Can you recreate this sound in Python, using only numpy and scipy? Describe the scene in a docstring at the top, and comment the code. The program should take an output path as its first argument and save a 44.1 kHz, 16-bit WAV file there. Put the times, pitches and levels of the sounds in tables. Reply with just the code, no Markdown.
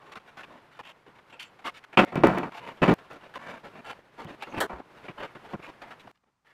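"""Putting up plasterboard

A sheet is stood up and pushed against metal studs in a small bare room. The board booms
and rattles, a stud clanks, clothes rustle, and shoes scuff and tap on gritty concrete.
It runs as a time-lapse: time keeps jumping ahead, so most sounds break off in mid-ring."""
import sys
import numpy as np
from scipy import signal
from scipy.fft import rfft, irfft, next_fast_len
from scipy.io import wavfile

SR = 44100
rng = np.random.default_rng(int(sys.argv[2]) if len(sys.argv) > 2 else 0)


def master_out(mix):
    """Clip the mix to full scale and print it as 16-bit PCM to the path in sys.argv[1]."""
    frames = np.transpose(np.atleast_2d(mix))
    ceiling = np.clip(frames, -1, 1)
    pcm = np.round(ceiling * 32767).astype(np.int16)
    wavfile.write(sys.argv[1], SR, pcm)


N = 287962


def gain_of(db):
    """Turns decibels into a number to multiply by."""
    return 10 ** (np.asarray(db) / 20)


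def evened(x):
    """Scales a sound to an average (rms) level of one."""
    return x / np.sqrt(np.mean(x ** 2) + 1e-20)


def struck(x, level_db):
    """Scales a sound so that its first 20 ms have the given level."""
    return gain_of(level_db) * x / np.sqrt(np.mean(x[:SR // 50] ** 2) + 1e-20)


def level_at(colour, hz):
    """Looks up a frequency in a tone colour, sliding between the rows."""
    row_hz, row_db = np.transpose(colour)
    return np.interp(np.log(hz + 1), np.log(row_hz + 1), row_db)


def add(mix, start, sound):
    """Mixes a sound in at a time in seconds."""
    part = mix[max(round(start * SR), 0):][:len(sound)]
    part += sound[:len(part)]


def clock(length):
    """The time of each sample of a sound, in seconds."""
    return np.arange(max(round(length * SR), 128)) / SR


def cut_short(sound):
    """Breaks a sound off within a millisecond."""
    return sound * np.minimum(np.arange(len(sound))[::-1] / 40, 1)


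def wander(n, rate_hz):
    """A random curve that drifts around zero."""
    return np.interp(np.arange(n) * rate_hz / SR, np.arange(2048), rng.standard_normal(2048))


def steady(colour):
    """Even noise with a given tone colour."""
    hz = np.fft.rfftfreq(N, 1 / SR)
    return evened(irfft(rfft(rng.standard_normal(N)) * gain_of(level_at(colour, hz)), N))


def wash(colour, envelope, n):
    """A blur of many ringing notes: third-octave bands of noise, each with its own rise and fall."""
    centres = 31.25 * 2 ** (np.arange(28) / 3)[:, None]
    size = next_fast_len(n + 2048)
    hz = np.fft.rfftfreq(size, 1 / SR)
    masks = np.cos(np.pi / 2 * np.clip(3 * np.log2((hz + 1) / centres), -1, 1))
    white = rng.standard_normal(max(size, 32768))[:size]
    spectra = masks * gain_of(colour(hz))
    shape = envelope(centres) * np.ones((len(centres), n))
    bands = irfft(rfft(white) * spectra, size)[:, :n] * shape
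    wanted_power = (spectra ** 2).sum(1) * (shape ** 2).sum(1)
    return np.sqrt(wanted_power / ((bands ** 2).sum(1) + 1e-30)) @ bands


def blow(t, hz, t60, damping, rise_cycles):
    """Treble starts and dies first, bass lags. Fade time t60 is the seconds to drop 60 dB at 1 kHz."""
    rise = np.minimum(rise_cycles / hz, .008) + 0.00056
    fade = t60 * (hz / 1000) ** -damping
    return (1 - np.exp(-t / rise)) * gain_of(-60 * t / fade)


# how busily the worker moves, as the loudness of the rustle: (time [s], level [dB])
MOVEMENT = [(0, -58.5), (.6, -58), (.95, -60.5), (1.6, -59.5), (2.1, -58), (2.75, -53.5), (3.3, -57),
            (3.95, -54.5), (4.03, -61.5), (4.15, -58), (4.4, -53.5), (4.87, -57.5), (5, -54), (5.75, -56),
            (6.1, -56)]
def movement_db(t):
    """How loud the movement is at time t."""
    return np.interp(t, *np.transpose(MOVEMENT))


STILL_FROM_S, STILL_UNTIL_S = 6.115, 6.447
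# tone colour of rustling clothes: (frequency [Hz], level [dB])
CLOTH_COLOUR = [(25, -9), (60, -9), (130, 2.5), (230, -1.5), (400, 0.5), (600, -0.5), (1000, -0.5),
                (1600, -4), (2600, -10), (4000, -18), (7000, -29.5), (12500, -33), (15800, -44.5)]
def clothes(flutter_db=1.6, flutter_hz=35, resume_db=-10):
    """Clothes rustle, pause for one still moment, then go on more softly."""
    t = np.arange(N) / SR
    moving = (t < STILL_FROM_S) + gain_of(resume_db) * (t > STILL_UNTIL_S)
    level_db = movement_db(t) + flutter_db * wander(N, flutter_hz)
    return moving * gain_of(level_db) * steady(CLOTH_COLOUR)


# tone colour of the empty room: (frequency [Hz], level [dB])
ROOM_COLOUR = [(15, -31.5), (30, -4), (110, 0.5), (220, -2), (450, -13.5), (1080, -6), (2000, -14),
               (3000, -19), (7000, -23), (15000, -38)]
def room_tone(level_db=-79):
    """The room's own faint, low noise."""
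    return gain_of(level_db) * steady(ROOM_COLOUR)


# tone colour of scuffs and taps: (frequency [Hz], level [dB])
GRIT_COLOUR = [(40, -12), (90, -18), (150, -5), (350, -2), (900, 3.5), (1600, 0.5), (2800, -4.5),
               (4000, -14), (5500, -23.5), (9000, -33), (12500, -35.5), (15800, -49)]
def contact(hardness_db, ring_hz):
    """The tone colour of a light touch on grit: a harder one has less bass and more treble."""
    touch = [(250, 0.5 - 1.4 * hardness_db), (950, 0.0064),
             (2700, -.5 + 0.65 * hardness_db), (7000, 2.44 + .8 * hardness_db)]

    def colour(hz):
        # close walls boost some frequencies and weaken others, differently from each spot
        walls_db = 3.5 * np.interp(hz / 80, np.arange(512), rng.standard_normal(512))
        ring_db = 6 * np.exp(-(np.log((hz + 1) / ring_hz) / 0.14) ** 2)
        return level_at(GRIT_COLOUR, hz) + level_at(touch, hz) + walls_db + ring_db
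    return colour


# soles and the board's edge sliding:
# (time [s], rise [s], fall [s], level [dB], hardness [dB], ring pitch [Hz])
SCUFFS = [(0, 0.12, .035, -53.5, -1.5, 1100), (0.26, 0.035, 0.011, -53.5, 1, 1520),
          (.366, 0.014, 0.053, -45.5, 1, 1480), (.475, 0.047, .07, -53.5, -6, 895),
          (.711, 0.017, 0.056, -58.5, 7, 1510), (0.831, 0.045, 0.046, -50.5, 4.5, 3070),
          (1.641, 0.03, 0.035, -34.5, 2, 1190), (1.74, 0.03, 0.025, -51, 17, 1330),
          (2.05, .031, 0.058, -47, -4.5, 2150), (2.535, 0.059, 0.0092, -43, 3, 780),
          (2.604, 0.089, 0.035, -43, -4.5, 2430), (3.098, 0.015, 0.069, -46.5, -4.5, 480),
          (3.226, 0.015, 0.036, -51, -5.5, 2600), (3.388, 0.12, 0.078, -43.5, -3.5, 507),
          (3.631, 0.019, 0.041, -45.5, -5, 495), (3.728, 0.045, 0.037, -48.5, -9, 2500),
          (3.843, 0.065, 0.027, -41.5, 0.5, 440), (4.177, 0.03, 0.05, -43, -4.5, 236),
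          (4.269, 0.038, 0.045, -45, -6, 307), (4.4, 0.021, 0.046, -46.5, 3, 2600),
          (4.511, 0.078, 0.009, -36.5, -9.5, 2580), (5.029, 0.027, 0.022, -48, -5, 450),
          (5.171, .075, .023, -38.5, -6.5, 2980), (5.439, 0.1, .012, -48, -3.5, 700),
          (5.62, 0.018, 0.035, -46.5, 1.5, 2490), (5.672, 0.0222, 0.0192, -45.5, -5, 325),
          (6.034, 0.026, 0.014, -56, -16, 150), (6.14, .02, 0.023, -74, 6.5, 5130),
          (6.26, .015, .03, -73.5, -8.5, 200), (6.455, 0.053, .03, -63, 9.5, 1830)]
def scuffs(slip_db=2.5, slip_hz=140, grain_db=3.5, grain_hz=1200, build_up_s=0.0029):
    """A slide swells as weight comes on and fades in uneven slips; crushed grains roughen the treble."""
    out = np.zeros(N)
    for start, rise, fall, level_db, hardness_db, ring_hz in SCUFFS:
        t = clock(rise + fall)
        swell_db = max(0.7 * (level_db + 58), 7)  # louder slides swell further
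        push_db = np.interp(t, [0, rise, rise + fall], [-swell_db, 0, -swell_db])
        push_db += slip_db * wander(len(t), slip_hz)
        rough_db = grain_db * wander(len(t), grain_hz)
        colour = contact(hardness_db, ring_hz)
        slide = wash(colour, lambda hz: gain_of(push_db + rough_db * hz / (hz + 2500)), len(t))
        slide *= 1 - np.exp(-t / build_up_s)
        add(out, start, cut_short(gain_of(level_db) * evened(slide)))
    return out


def tap(length, level_db, hardness_db, ring_hz, t60=0.22, crunch_db=2, build_up_s=0.0013):
    """One small touch, heard mostly as the room's echo dying away."""
    t = clock(length)
    crunch = gain_of(crunch_db * wander(len(t), 400)) * (1 - np.exp(-t / build_up_s))
    colour = contact(hardness_db, ring_hz)
    sound = wash(colour, lambda hz: crunch * blow(t, hz, t60, damping=0.1, rise_cycles=2), len(t))
    return cut_short(struck(sound, level_db))


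# light taps: (time [s], length [s], level [dB], hardness [dB], ring pitch [Hz])
TAPS = [(.118, 0.022, -48, 10, 640), (.154, 0.034, -42, -2.5, 1170), (0.43, .023, -47, 1, 2630),
        (0.79, 0.024, -41.5, -3, 950), (1.063, .046, -51.5, -7.5, 448), (1.184, 0.018, -54.5, -2, 1810),
        (1.296, 0.038, -57, 7, 2880), (1.323, 0.073, -50.5, -3.5, 2540), (1.395, .11, -42, 23, 3030),
        (1.426, 0.0089, -43.5, 45, 3150), (1.588, 0.021, -52, 1, 765), (1.838, 0.013, -47, 7, 1570),
        (1.927, .03, -45, -2, 2580), (2.518, .031, -46, -3.5, 1080), (2.983, 0.12, -50, -2, 450),
        (3.338, .019, -45.5, 4, 1530), (3.354, 0.027, -37.5, -3.5, 1020), (3.988, .006, -48, -18, 540),
        (4.422, 0.018, -36.5, 5.5, 755), (4.467, 0.047, -43.5, -7.5, 503), (4.792, 0.015, -41, -12, 705),
        (5.349, .027, -44, -7, 1540), (5.816, .09, -43.5, -3, 790), (5.904, .04, -45, 1, 1320),
        (5.995, 0.026, -55, 25, 3650), (6.071, 0.011, -45.5, -9.5, 750), (6.232, 0.013, -69.5, -8, 1070)]
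def taps():
    """Shoes land and hands catch the sheet."""
    out = np.zeros(N)
    for start, *touch in TAPS:
        add(out, start, tap(*touch))
    return out


def crumbs(per_second=7, length_s=0.04):
    """Grit crushed underfoot ticks just below the rustle's level, until the still moment."""
    out = np.zeros(N)
    for k, (shift, size_db, hardness, pitch) in enumerate(rng.uniform(-1, 1, (128, 4))):
        start = (k + 1 + shift) / per_second
        if start + length_s < STILL_FROM_S:
            level_db = movement_db(start) - 2 + size_db
            ring_hz = 1400 * 2 ** (1.3 * pitch)
            add(out, start, tap(length_s, level_db, 4 * hardness, ring_hz))
    return out


# the notes of a flange, the thin steel lip of a stud: (pitch [Hz], level [dB])
FLANGE_NOTES = [(2450, -2), (2585, -1.5), (2660, -2), (2780, -6), (2870, -6.5), (3047, -8), (3180, -6.5),
                (3400, -11), (4570, -28), (7500, -32.5), (8400, -35)]
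# presses on a flange: (time [s], length [s], level [dB], fade time [s])
PINGS = [(.432, 0.02, -52.5, 0.24), (0.837, 0.098, -63, .6), (1.325, 0.041, -53.5, 0.23),
         (1.393, 0.15, -44, 0.18), (1.427, 0.072, -60, .2), (1.972, .077, -22, 0.063),
         (1.985, 0.067, -23, 0.1), (2.829, 0.02, -33.5, 0.13), (2.88, 0.069, -41.5, .2),
         (5.081, 0.028, -52, 0.2)]
def pings(bend=0.012):
    """A light flange answers with a cluster of high notes; each press bends them a little."""
    out = np.zeros(N)
    rest_hz, note_db = np.transpose(FLANGE_NOTES)[:, :, None]
    for start, length, level_db, t60 in PINGS:
        t = clock(length)
        hz = rest_hz * (1 + bend * rng.standard_normal(rest_hz.shape))
        notes = gain_of(note_db) * np.sin(2 * np.pi * (hz * t + rng.random(hz.shape)))
        notes *= blow(t, hz, t60, damping=0.13, rise_cycles=2)
        add(out, start, cut_short(struck(notes.sum(0), level_db)))
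    return out


# thin squeaks: (time [s], length [s], pitch [Hz], level [dB])
SQUEAKS = [(1.315, .045, 7500, -75), (1.432, 0.073, 7400, -73), (4.265, 0.012, 3120, -57),
           (4.475, .075, 6360, -71)]
def squeaks(waver=0.052, waver_hz=700, flutter_db=3):
    """A rubbed edge sticks and slips, holding a high, unsteady note for a moment."""
    out = np.zeros(N)
    for start, length, hz, level_db in SQUEAKS:
        t = clock(length)
        cycles = np.cumsum(hz * (1 + waver * wander(len(t), waver_hz))) / SR
        flutter = gain_of(flutter_db * wander(len(t), waver_hz))
        note = np.sin(2 * np.pi * cycles) * flutter * np.hanning(len(t))
        add(out, start, gain_of(level_db) * evened(note))
    return out


# tone colour of a knock on the board: (frequency [Hz], level [dB])
BOARD_COLOUR = [(40, -17.5), (80, -23.5), (170, 4), (350, 6.5), (480, -0.5), (750, -3), (1500, -9.5),
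                (2700, -21), (3800, -30), (5500, -40.5), (9000, -50.5), (14000, -57.5)]
# the notes of board and frame ringing together: (pitch [Hz], level [dB])
BOARD_NOTES = [(115, -7.5), (152, -1), (173, -4), (190, 5.5), (237, -3), (312, 1), (350, 7.5), (374, 0.5),
               (542, 2), (607, -3), (655, -6.5), (737, 0), (925, -4), (1030, -4.5), (1137, -11.5),
               (1275, -6), (1384, -10), (1956, -8.5), (2263, -12.5), (2338, -9), (2585, -12), (2644, -17),
               (2870, -22.5), (3047, -18.5)]
# knocks: (time [s], length [s], fade time [s], level [dB], boom [dB], body [dB], brightness [dB])
KNOCKS = [(1.972, 0.078, 0.34, -14, -2.5, -6, 3.5), (1.989, 0.058, 0.21, -15.5, -16, -7.5, 4),
          (2.121, 0.031, .43, -36.5, 4, -10, -7), (2.155, 0.1, .5, -26, 13, -1.5, 2.5),
          (2.176, 0.13, 0.2, -40, 32, -5, -1), (2.235, .058, .13, -11, -5.5, 4, -0.5),
          (2.256, .241, 0.67, -20, 2, -10, -3), (2.373, 0.078, .19, -27.5, 3, -2.5, 3.5),
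          (2.43, 0.042, 0.19, -31.5, -5, -10, -3.5), (2.818, 0.084, 0.11, -18.5, 18.5, 7, 10.5),
          (2.828, 0.12, 0.23, -18.5, -12, -6.5, 4), (2.877, 0.062, 0.38, -14.5, 7.5, 1.5, 2),
          (4.247, 0.036, .12, -41.5, 19.5, -4, -5), (4.578, 0.023, 0.65, -34, 2, -6, 11),
          (4.695, 0.13, .57, -37.5, -13, -13, -7.5), (5.082, 0.039, 0.22, -38.5, 9, -4.5, 11),
          (5.533, .029, 0.19, -32, 7, -6.5, -8), (5.593, 0.012, .4, -44, 5, -3, -2)]
def knocks(notes_db=0.5, damping=0.079, rise_cycles=1.2, rattle_db=3.5, ring_share=0.47):
    """Each knock makes board and frame ring inside a dense, rattling room sound."""
    out = np.zeros(N)
    note_hz, note_db = np.transpose(BOARD_NOTES)
    for start, length, t60, level_db, boom_db, body_db, bright_db in KNOCKS:
        t = clock(length)
        hiss_db = 2.5 + .5 * bright_db  # a brighter, sharper knock also hisses more
        touch = [(110, boom_db), (340, body_db), (950, 0), (2700, bright_db), (7000, hiss_db)]
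        rattle = gain_of(rattle_db * wander(len(t), 300))
        noise = wash(lambda hz: level_at(BOARD_COLOUR, hz) + level_at(touch, hz),
                     lambda hz: rattle * blow(t, hz, t60, damping, rise_cycles), len(t))
        hz = note_hz[:, None]
        notes = np.sin(2 * np.pi * (hz * t + rng.random(hz.shape)))
        notes *= blow(t, hz, t60 * ring_share, damping, rise_cycles)
        ring = gain_of(note_db + level_at(touch, note_hz)) @ notes
        knock = struck(noise, 0) + struck(ring, notes_db)
        add(out, start, cut_short(struck(knock, level_db)))
    return out


# dry clicks where time jumps ahead: (time [s], peak level [dB])
CLICKS = [(2.049, -24), (2.1565, -25), (2.272, -16.5), (2.342, -37), (2.385, -22), (2.828, -27),
          (2.94, -21.5), (3.133, -37), (4.247, -34.5), (4.586, -27)]
def clicks(settle_s=0.00032):
    """A jump in time leaves a sudden step in the sound that settles at once."""
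    out, t = np.zeros(N), clock(.01)
    for start, peak_db in CLICKS:
        add(out, start, gain_of(peak_db) * np.exp(-t / settle_s))
    return out


# swings of the sheet: (time [s], pitch [Hz], starting level [dB], fade time [s])
SWAYS = [(2.256, 39.8, -35, 0.49), (2.815, 62, -28, 0.065), (4.576, 93, -32, 0.084),
         (4.733, 62.4, -39.5, 0.23)]
def sways():
    """The whole sheet pushes air in a few slow, dying swings."""
    out, t = np.zeros(N), clock(.1)
    fade_out = np.cos(np.pi / 2 * t / t[-1])
    for start, hz, level_db, t60 in SWAYS:
        swing = gain_of(level_db - 60 * t / t60) * np.sin(2 * np.pi * hz * t)
        add(out, start, swing * fade_out)
    return out


# the notes of a steel stud, an upright post in the wall: (pitch [Hz], level [dB])
STUD_NOTES = [(414, 0), (648, 2), (795, 1), (1006, -3), (1318, 0), (1520, 4), (1674, 2), (1817, -22),
              (3011, -12), (3160, -5), (3731, -21), (4231, -14), (8032, -11), (8549, -16), (11400, -14),
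              (13150, -19)]
# tone colour of the stud's crash: (frequency [Hz], level [dB])
CRASH_COLOUR = [(50, -21), (150, -21), (400, 0.5), (800, -5.5), (1100, -7.5), (1700, -1.5), (2600, -25),
                (3200, -12), (5400, -25.5), (8200, -24), (13000, -26), (15500, -32)]
def clank(start_s=4.603, length_s=0.065, level_db=-24.5, notes_db=-3, damping=0.21, rise_cycles=5):
    """One hard blow on bare steel: a stud rings briefly under a bright crash."""
    out, t = np.zeros(N), clock(length_s)
    crash_t60, ring_t60 = 0.19, 0.16
    crash = wash(lambda hz: level_at(CRASH_COLOUR, hz),
                 lambda hz: blow(t, hz, crash_t60, damping, rise_cycles), len(t))
    ring = np.zeros(len(t))
    for hz, db in STUD_NOTES:
        note = gain_of(db) * np.sin(2 * np.pi * (hz * t + rng.random()))
        ring += note * blow(t, hz, ring_t60, damping, rise_cycles)
    hit = struck(crash, 0) + struck(ring, notes_db)
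    add(out, start_s, cut_short(struck(hit, level_db)))
    return out


def scene():
    """Adds all the sounds into one channel."""
    board = knocks() + sways()
    steel = clank() + pings() + squeaks()
    worker = taps() + scuffs() + clothes()
    return (board + steel + worker + room_tone() + crumbs() + clicks())[None]


def record(dry, ceiling=.82, cutoff_hz=15850):
    """Rounds off the loudest peaks, then removes the very highest treble."""
    rounded = dry / (1 + (dry / ceiling) ** 4) ** .25
    low_pass = signal.firwin(301, cutoff_hz, window=("kaiser", 9), fs=SR)
    return signal.oaconvolve(rounded, low_pass[None], "same")


dry = scene()
out = record(dry)
master_out(out)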